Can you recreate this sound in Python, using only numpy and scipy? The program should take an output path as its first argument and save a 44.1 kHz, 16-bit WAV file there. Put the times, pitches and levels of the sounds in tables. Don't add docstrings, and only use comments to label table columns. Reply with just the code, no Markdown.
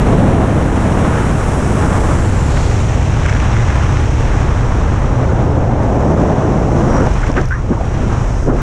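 import sys
import numpy as np
from scipy import signal
from scipy.fft import rfft, irfft, next_fast_len
from scipy.io import wavfile
from scipy.ndimage import uniform_filter1d, minimum_filter1d

SR = 44100
rng = np.random.default_rng(int(sys.argv[2]) if len(sys.argv) > 2 else 0)


def generate_wav(sig):
    pcm = np.round(np.clip(np.atleast_2d(sig).T, -1, 1) * 32767).astype(np.int16)
    wavfile.write(sys.argv[1], SR, pcm)


N = 380126
TIME = np.arange(N) / SR
FFT_SIZE = next_fast_len(N, True)
HZ = np.maximum(np.arange(FFT_SIZE // 2 + 1) * SR / FFT_SIZE, 1)

# time in seconds, level before the tilt in dB, treble tilt in dB.
SUIT_FLOW = [(0.0, -24, -10.5), (0.5, -26, -11.0), (1.1, -23.0, -12), (1.55, -26, -11.0),
             (1.95, -22, -13.5), (2.4, -27.5, -10), (2.95, -30.5, -4.5), (3.3, -26.5, -7.5),
             (3.95, -25.5, -8.5), (4.12, -30.5, -5.5), (4.35, -26, -10), (4.85, -26, -12.5),
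             (5.7, -29, -14), (6.4, -26.0, -14), (6.7, -30, -11), (6.98, -21, -18), (7.1, -28, -10.5),
             (7.28, -26.5, -10)]


def from_db(db):
    return 10 ** (np.asarray(db) / 20)


def rms_one(x):
    return x / np.sqrt(np.mean(x ** 2) + 1e-20)


def in_time(rows):
    times_s, *columns = np.transpose(rows)
    return [np.interp(TIME, times_s, column) for column in columns]


def bell(peak_s, rise_s, fall_s):
    return np.exp(-.5 * ((TIME - peak_s) / np.where(TIME < peak_s, rise_s, fall_s)) ** 2)


def colour(points):
    hz, db = np.transpose(points)
    return from_db(np.interp(np.log(HZ), np.log(hz), db, left=-120, right=-120))


def hump(hz, centre_hz, octaves):
    return np.exp(-.5 * (np.log2(hz / centre_hz) / octaves) ** 2)


def noise(gain):
    return rms_one(irfft(rfft(rng.standard_normal(FFT_SIZE)) * gain, FFT_SIZE)[:N])


def drift(below_hz):
    return noise(1 / (1 + (HZ / below_hz) ** 2))


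def swell(wander, depth_db):
    return rms_one(from_db(depth_db * wander))


def shelf(x, tilt_db, from_hz, to_hz):
    share = np.clip(np.log(HZ / from_hz) / np.log(to_hz / from_hz), 0, 1)
    swing_db = tilt_db - np.mean(tilt_db)
    spectrum = rfft(x, FFT_SIZE)
    steps = np.linspace(0, 1, 4)
    weights = [np.maximum(1 - abs(share - step) / steps[1], 0) for step in steps]
    bands = [irfft(spectrum * weight, FFT_SIZE)[:N] for weight in weights]
    return sum(band * from_db(step * swing_db) for band, step in zip(bands, steps))


def evened(x, window_s, amount):
    power = uniform_filter1d(x ** 2, max(int(window_s * SR), 2)) + 1e-6
    return rms_one(x / power ** (np.clip(amount, 0, 1) / 2))


def crackle(envelope, gain):
    bursts = envelope * rng.standard_normal(N)
    return irfft(rfft(bursts, FFT_SIZE) * rms_one(gain), FFT_SIZE)[:N]


def buffeting():
    # time in seconds, level before the tilt in dB, deep-bass tilt in dB.
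    wake = [(0.0, -11.5, -4.5), (0.6, -14.0, -12), (1.6, -14.5, -7.5), (1.9, -12.5, -7), (2.4, -12.0, -2.5),
            (3.1, -12.0, -13), (3.6, -11.0, -12), (4.7, -12.0, -7), (5.5, -12.5, -9), (6.4, -15, -15),
            (7.1, -12, -3.0), (7.7, -16.5, -3.5), (8.1, -13.5, -3.5), (8.62, -13.5, -2)]
    # frequency in Hz, gain in dB.
    spectrum = [(10, -8), (20, -6.5), (32, -2), (50, 0), (75, 0), (98, -2), (122, -1), (140, -6),
                (160, -17), (220, -50)]
    level_db, heave_db = in_time(wake)
    pressure = shelf(noise(colour(spectrum)), heave_db, from_hz=62, to_hz=40)
    return from_db(level_db) * evened(pressure, window_s=.045, amount=.9)


def roar(bursts, lost_db):
    # time in seconds, level before the tilt in dB, small-eddy tilt in dB.
    port_flow = [(0.0, -15.5, -6), (0.1, -9, -9), (0.7, -15, -7.5), (1.05, -14.5, -6.0), (1.4, -17.0, -8.5),
                 (1.85, -15.0, -7), (2.4, -19.5, -7), (3.3, -21.0, -6), (4.95, -21.5, -4.5),
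                 (5.35, -18, -3), (5.85, -18, -2.5), (6.1, -12.0, -5.5), (6.7, -14.5, -6),
                 (7.0, -13.5, -5.0), (7.13, -22.5, -5.0)]
    # frequency in Hz, gain in dB.
    spectrum = [(90, -29), (150, 0.5), (200, -1), (280, -3.5), (400, -7), (600, -8.5), (850, -13),
                (1100, -22.5), (1700, -50)]
    level_db, small_db = in_time(port_flow)
    eddies = evened(noise(colour(spectrum)), window_s=0.092, amount=0.34) * swell(bursts, depth_db=0.68)
    return from_db(level_db - lost_db) * shelf(eddies, small_db, from_hz=190, to_hz=600)


def rush(bursts, lost_db):
    # frequency in Hz, gain in dB.
    spectrum = [(500, -24), (800, 0.5), (1100, 1.5), (1450, -1.5), (2000, -7.5), (3000, -14.5), (4000, -21),
                (4700, -28.5), (6000, -51)]
    level_db, bright_db = in_time(SUIT_FLOW)
    turbulence = noise(colour(spectrum)) * swell(bursts, depth_db=1.0)
    return from_db(level_db - lost_db) * shelf(turbulence, bright_db, from_hz=1350, to_hz=2480)


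def hiss(bursts, lost_db, pitch_over_s=2.67, dulling_db=11.5):
    # time in seconds, level before the dulling in dB.
    skim = [(0.0, -41.5), (0.4, -44), (1.0, -40.5), (1.9, -38), (2.4, -40), (2.7, -37.5), (3.05, -38.5),
            (3.35, -38), (3.95, -38), (5.0, -42.0), (5.75, -47.0), (5.95, -43.5), (6.65, -42.5),
            (6.9, -39.5), (7.25, -40.5)]
    # frequency in Hz, gain in dB.
    spectrum = [(3800, -15), (4700, -8), (5150, -2), (5650, 3), (6800, 0), (8000, -4.5), (10000, -13.5),
                (11000, -20.5), (12000, -29), (14000, -31), (15000, -38)]
    level_db, = in_time(skim)
    pitched_over = .5 + .5 * np.tanh((TIME - pitch_over_s) / 0.41)
    jet = shelf(noise(colour(spectrum)), -dulling_db * pitched_over, from_hz=6200, to_hz=9800)
    glide = from_db(-42.5) * bell(pitch_over_s, rise_s=0.93, fall_s=0.32) * gliding_bands()
    return (from_db(level_db - lost_db) * jet + glide) * swell(bursts, depth_db=0.5)


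def gliding_bands(from_hz=12000, to_hz=5690, settle_s=1.75):
    centre_hz = to_hz + (from_hz - to_hz) * np.exp(-TIME / settle_s)
    phase = 2 * np.pi * np.cumsum(centre_hz) / SR
    upper = rms_one(noise(1 / (1 + (HZ / 750) ** 3)) * np.cos(phase))
    lower = rms_one(noise(1 / (1 + (HZ / 450) ** 3)) * np.cos(.6 * phase))
    return upper + from_db(-8.5) * lower


def fabric(decay_s=0.0017, above_flow_db=2.0):
    # peak time in seconds, most snaps a second, rise and fall in seconds.
    flutter = [(2.63, 18, .09, .2), (3.27, 170, .04, .05), (3.65, 30, .2, .35), (7.25, 25, .15, .12)]
    # start in seconds, strength in dB.
    snaps = [(2.572, -16), (3.261, -15), (3.296, -13.5), (3.327, -17), (3.364, -21), (3.401, -15),
             (3.532, -22), (3.97, -19)]
    snaps_per_s = sum(most * bell(s, rise_s, fall_s) for s, most, rise_s, fall_s in flutter)
    flow_db, _ = in_time(SUIT_FLOW)
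    snapping = rng.random(N) < snaps_per_s / SR
    scatter_db = 2.8 * np.minimum(rng.exponential(1, N), 2)
    kicks = snapping * from_db(flow_db + above_flow_db + scatter_db)
    for s, db in snaps:
        kicks[round(s * SR)] += from_db(db)
    envelope = signal.lfilter([1], [1, -np.exp(-1 / (decay_s * SR))], kicks + 1e-18)
    cloth = colour([(600, -22), (1400, 5), (2200, 2), (3300, -11.5), (4600, -25), (6000, -11),
                    (8000, -23), (11500, -46)])
    return crackle(envelope, cloth)


def gusts():
    # peak time in seconds, level in dB, half length in seconds,
    # centre in Hz, spread in octaves.
    hits = [(2.612, -38.5, 0.19, 3920, 0.55), (7.073, -11, 0.0053, 760, 0.48), (7.238, -22, .008, 1500, .4),
            (7.301, -10, 0.0073, 460, 0.77), (7.368, -20, .0042, 1400, 0.82),
            (7.385, -16, 0.0099, 1380, 0.39), (7.393, -13.5, 0.035, 300, 1.23),
            (7.568, -30, .04, 1190, .25), (7.717, -12.5, 0.019, 260, 0.76), (7.73, -23.5, 0.024, 890, 0.58),
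            (7.778, -25, .008, 940, 0.31), (7.812, -18, 0.01, 655, 0.27), (8.066, -19.5, 0.1, 233, 0.73),
            (8.16, -26.5, 0.07, 950, .55), (8.494, -9, 0.022, 269, 0.87), (8.501, -24, .022, 1150, 0.43),
            (8.535, -19.5, .045, 377, 0.69), (8.6, -25.5, 0.028, 1200, .45)]
    out = np.zeros(N + 2 * SR)
    from_peak_s = np.arange(SR) / SR - .5
    hz = np.arange(SR // 2 + 1) + 1
    for s, db, half_s, centre_hz, octaves in hits:
        envelope = from_db(db) / (1 + (from_peak_s / half_s) ** 2) ** 1.4
        eddy = irfft(rfft(rng.standard_normal(SR)) * hump(hz, centre_hz, octaves) / np.sqrt(hz))
        out[round(s * SR):][:SR] += envelope * rms_one(eddy)
    return out[SR // 2:][:N]


def gear_ticks(decay_s=0.002):
    # start in seconds, strength of the ring in dB, strength of the click in dB.
    taps = [(5.8331, -34.5, -45), (6.9676, -29, -52), (7.0643, -28.5, -50), (7.1384, -34, -39),
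            (7.2784, -35, -39), (7.3165, -30, -54), (7.4131, -26, -56), (7.456, -31.5, -46),
            (7.4869, -33.5, -42.5), (7.8516, -37, -48)]
    ring = click = 0
    for s, ring_db, click_db in taps:
        dying = (TIME >= s) * np.exp(-abs(TIME - s) / decay_s)
        ring += from_db(ring_db) * dying
        click += from_db(click_db) * dying
    ring_colour = colour([(3000, -18), (5600, 10.5), (8000, -13), (11000, -23)])
    click_colour = colour([(6500, -5), (9000, 6), (11000, 0), (12000, -10), (13700, -5), (14400, -25)])
    return crackle(ring, ring_colour) + crackle(click, click_colour)


def edge_tone():
    # peak time in seconds, level in dB, half length in seconds.
    spells = [(6.96, -40, .055), (7.52, -52, .06), (7.88, -46, 0.027)]
    envelope = sum(from_db(db) * bell(s, half_s, half_s) for s, db, half_s in spells)
    return envelope * noise(hump(HZ, centre_hz=5730, octaves=0.017))


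def hand_shelter():
    # peak time, closing and reopening in seconds, then the loss of
    # roar, rush and hiss in dB (a negative loss is a boost).
    passes = [(7.34, .025, 0.013, 3, 8, 4), (7.51, 0.055, 0.072, 8.5, 6, 4.5),
              (7.68, 0.14, 0.22, 1.5, 8, 6), (8.41, 0.15, 0.17, 2, 7.5, 1),
              (8.515, 0.023, 0.051, -5, 3.5, 5.5)]
    return sum(np.outer(lost_db, bell(s, close_s, open_s)) for s, close_s, open_s, *lost_db in passes)


def gap_whistle(start_s=7.507, start_hz=1450, rise_hz_per_s=5900):
    attack_s, fade_after_s, decay_s = 0.0038, 0.033, 0.016
    age_s = np.clip(TIME - start_s, 0, 1)
    pitch_hz = (start_hz + rise_hz_per_s * age_s) * (1 + 0.04 * drift(below_hz=200))
    phase = 2 * np.pi * np.cumsum(pitch_hz) / SR
    envelope = np.minimum(age_s / attack_s, 1) * np.exp(-np.maximum(age_s - fade_after_s, 0) / decay_s)
    return from_db(-18.5) * envelope * np.sin(phase) * swell(drift(below_hz=320), depth_db=4.0)


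def scene():
    wake = buffeting()
    bursts = rms_one(drift(below_hz=50) + 1.05 * drift(below_hz=14) + rms_one(wake))
    roar_lost_db, rush_lost_db, hiss_lost_db = hand_shelter()
    air = wake + roar(bursts, roar_lost_db) + rush(bursts, rush_lost_db) + hiss(bursts, hiss_lost_db)
    return (air + fabric() + gear_ticks() + gusts() + gap_whistle() + edge_tone())[None]


def limiter(x, ceiling_db, release_db_per_s):
    over_db = np.maximum(20 * np.log10(abs(x) + 1e-9) - ceiling_db, 0)
    recovery_db = release_db_per_s * TIME
    held_db = np.maximum.accumulate(over_db + recovery_db, axis=-1) - recovery_db
    gain_db = uniform_filter1d(minimum_filter1d(-held_db, size=89), size=89)
    return x * from_db(gain_db)


def record(dry):
    limited = limiter(dry, ceiling_db=-1.0, release_db_per_s=87)
    return signal.sosfilt(signal.cheby1(12, .2, 15000, fs=SR, output="sos"), limited)


dry = scene()
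out = record(dry)
generate_wav(out)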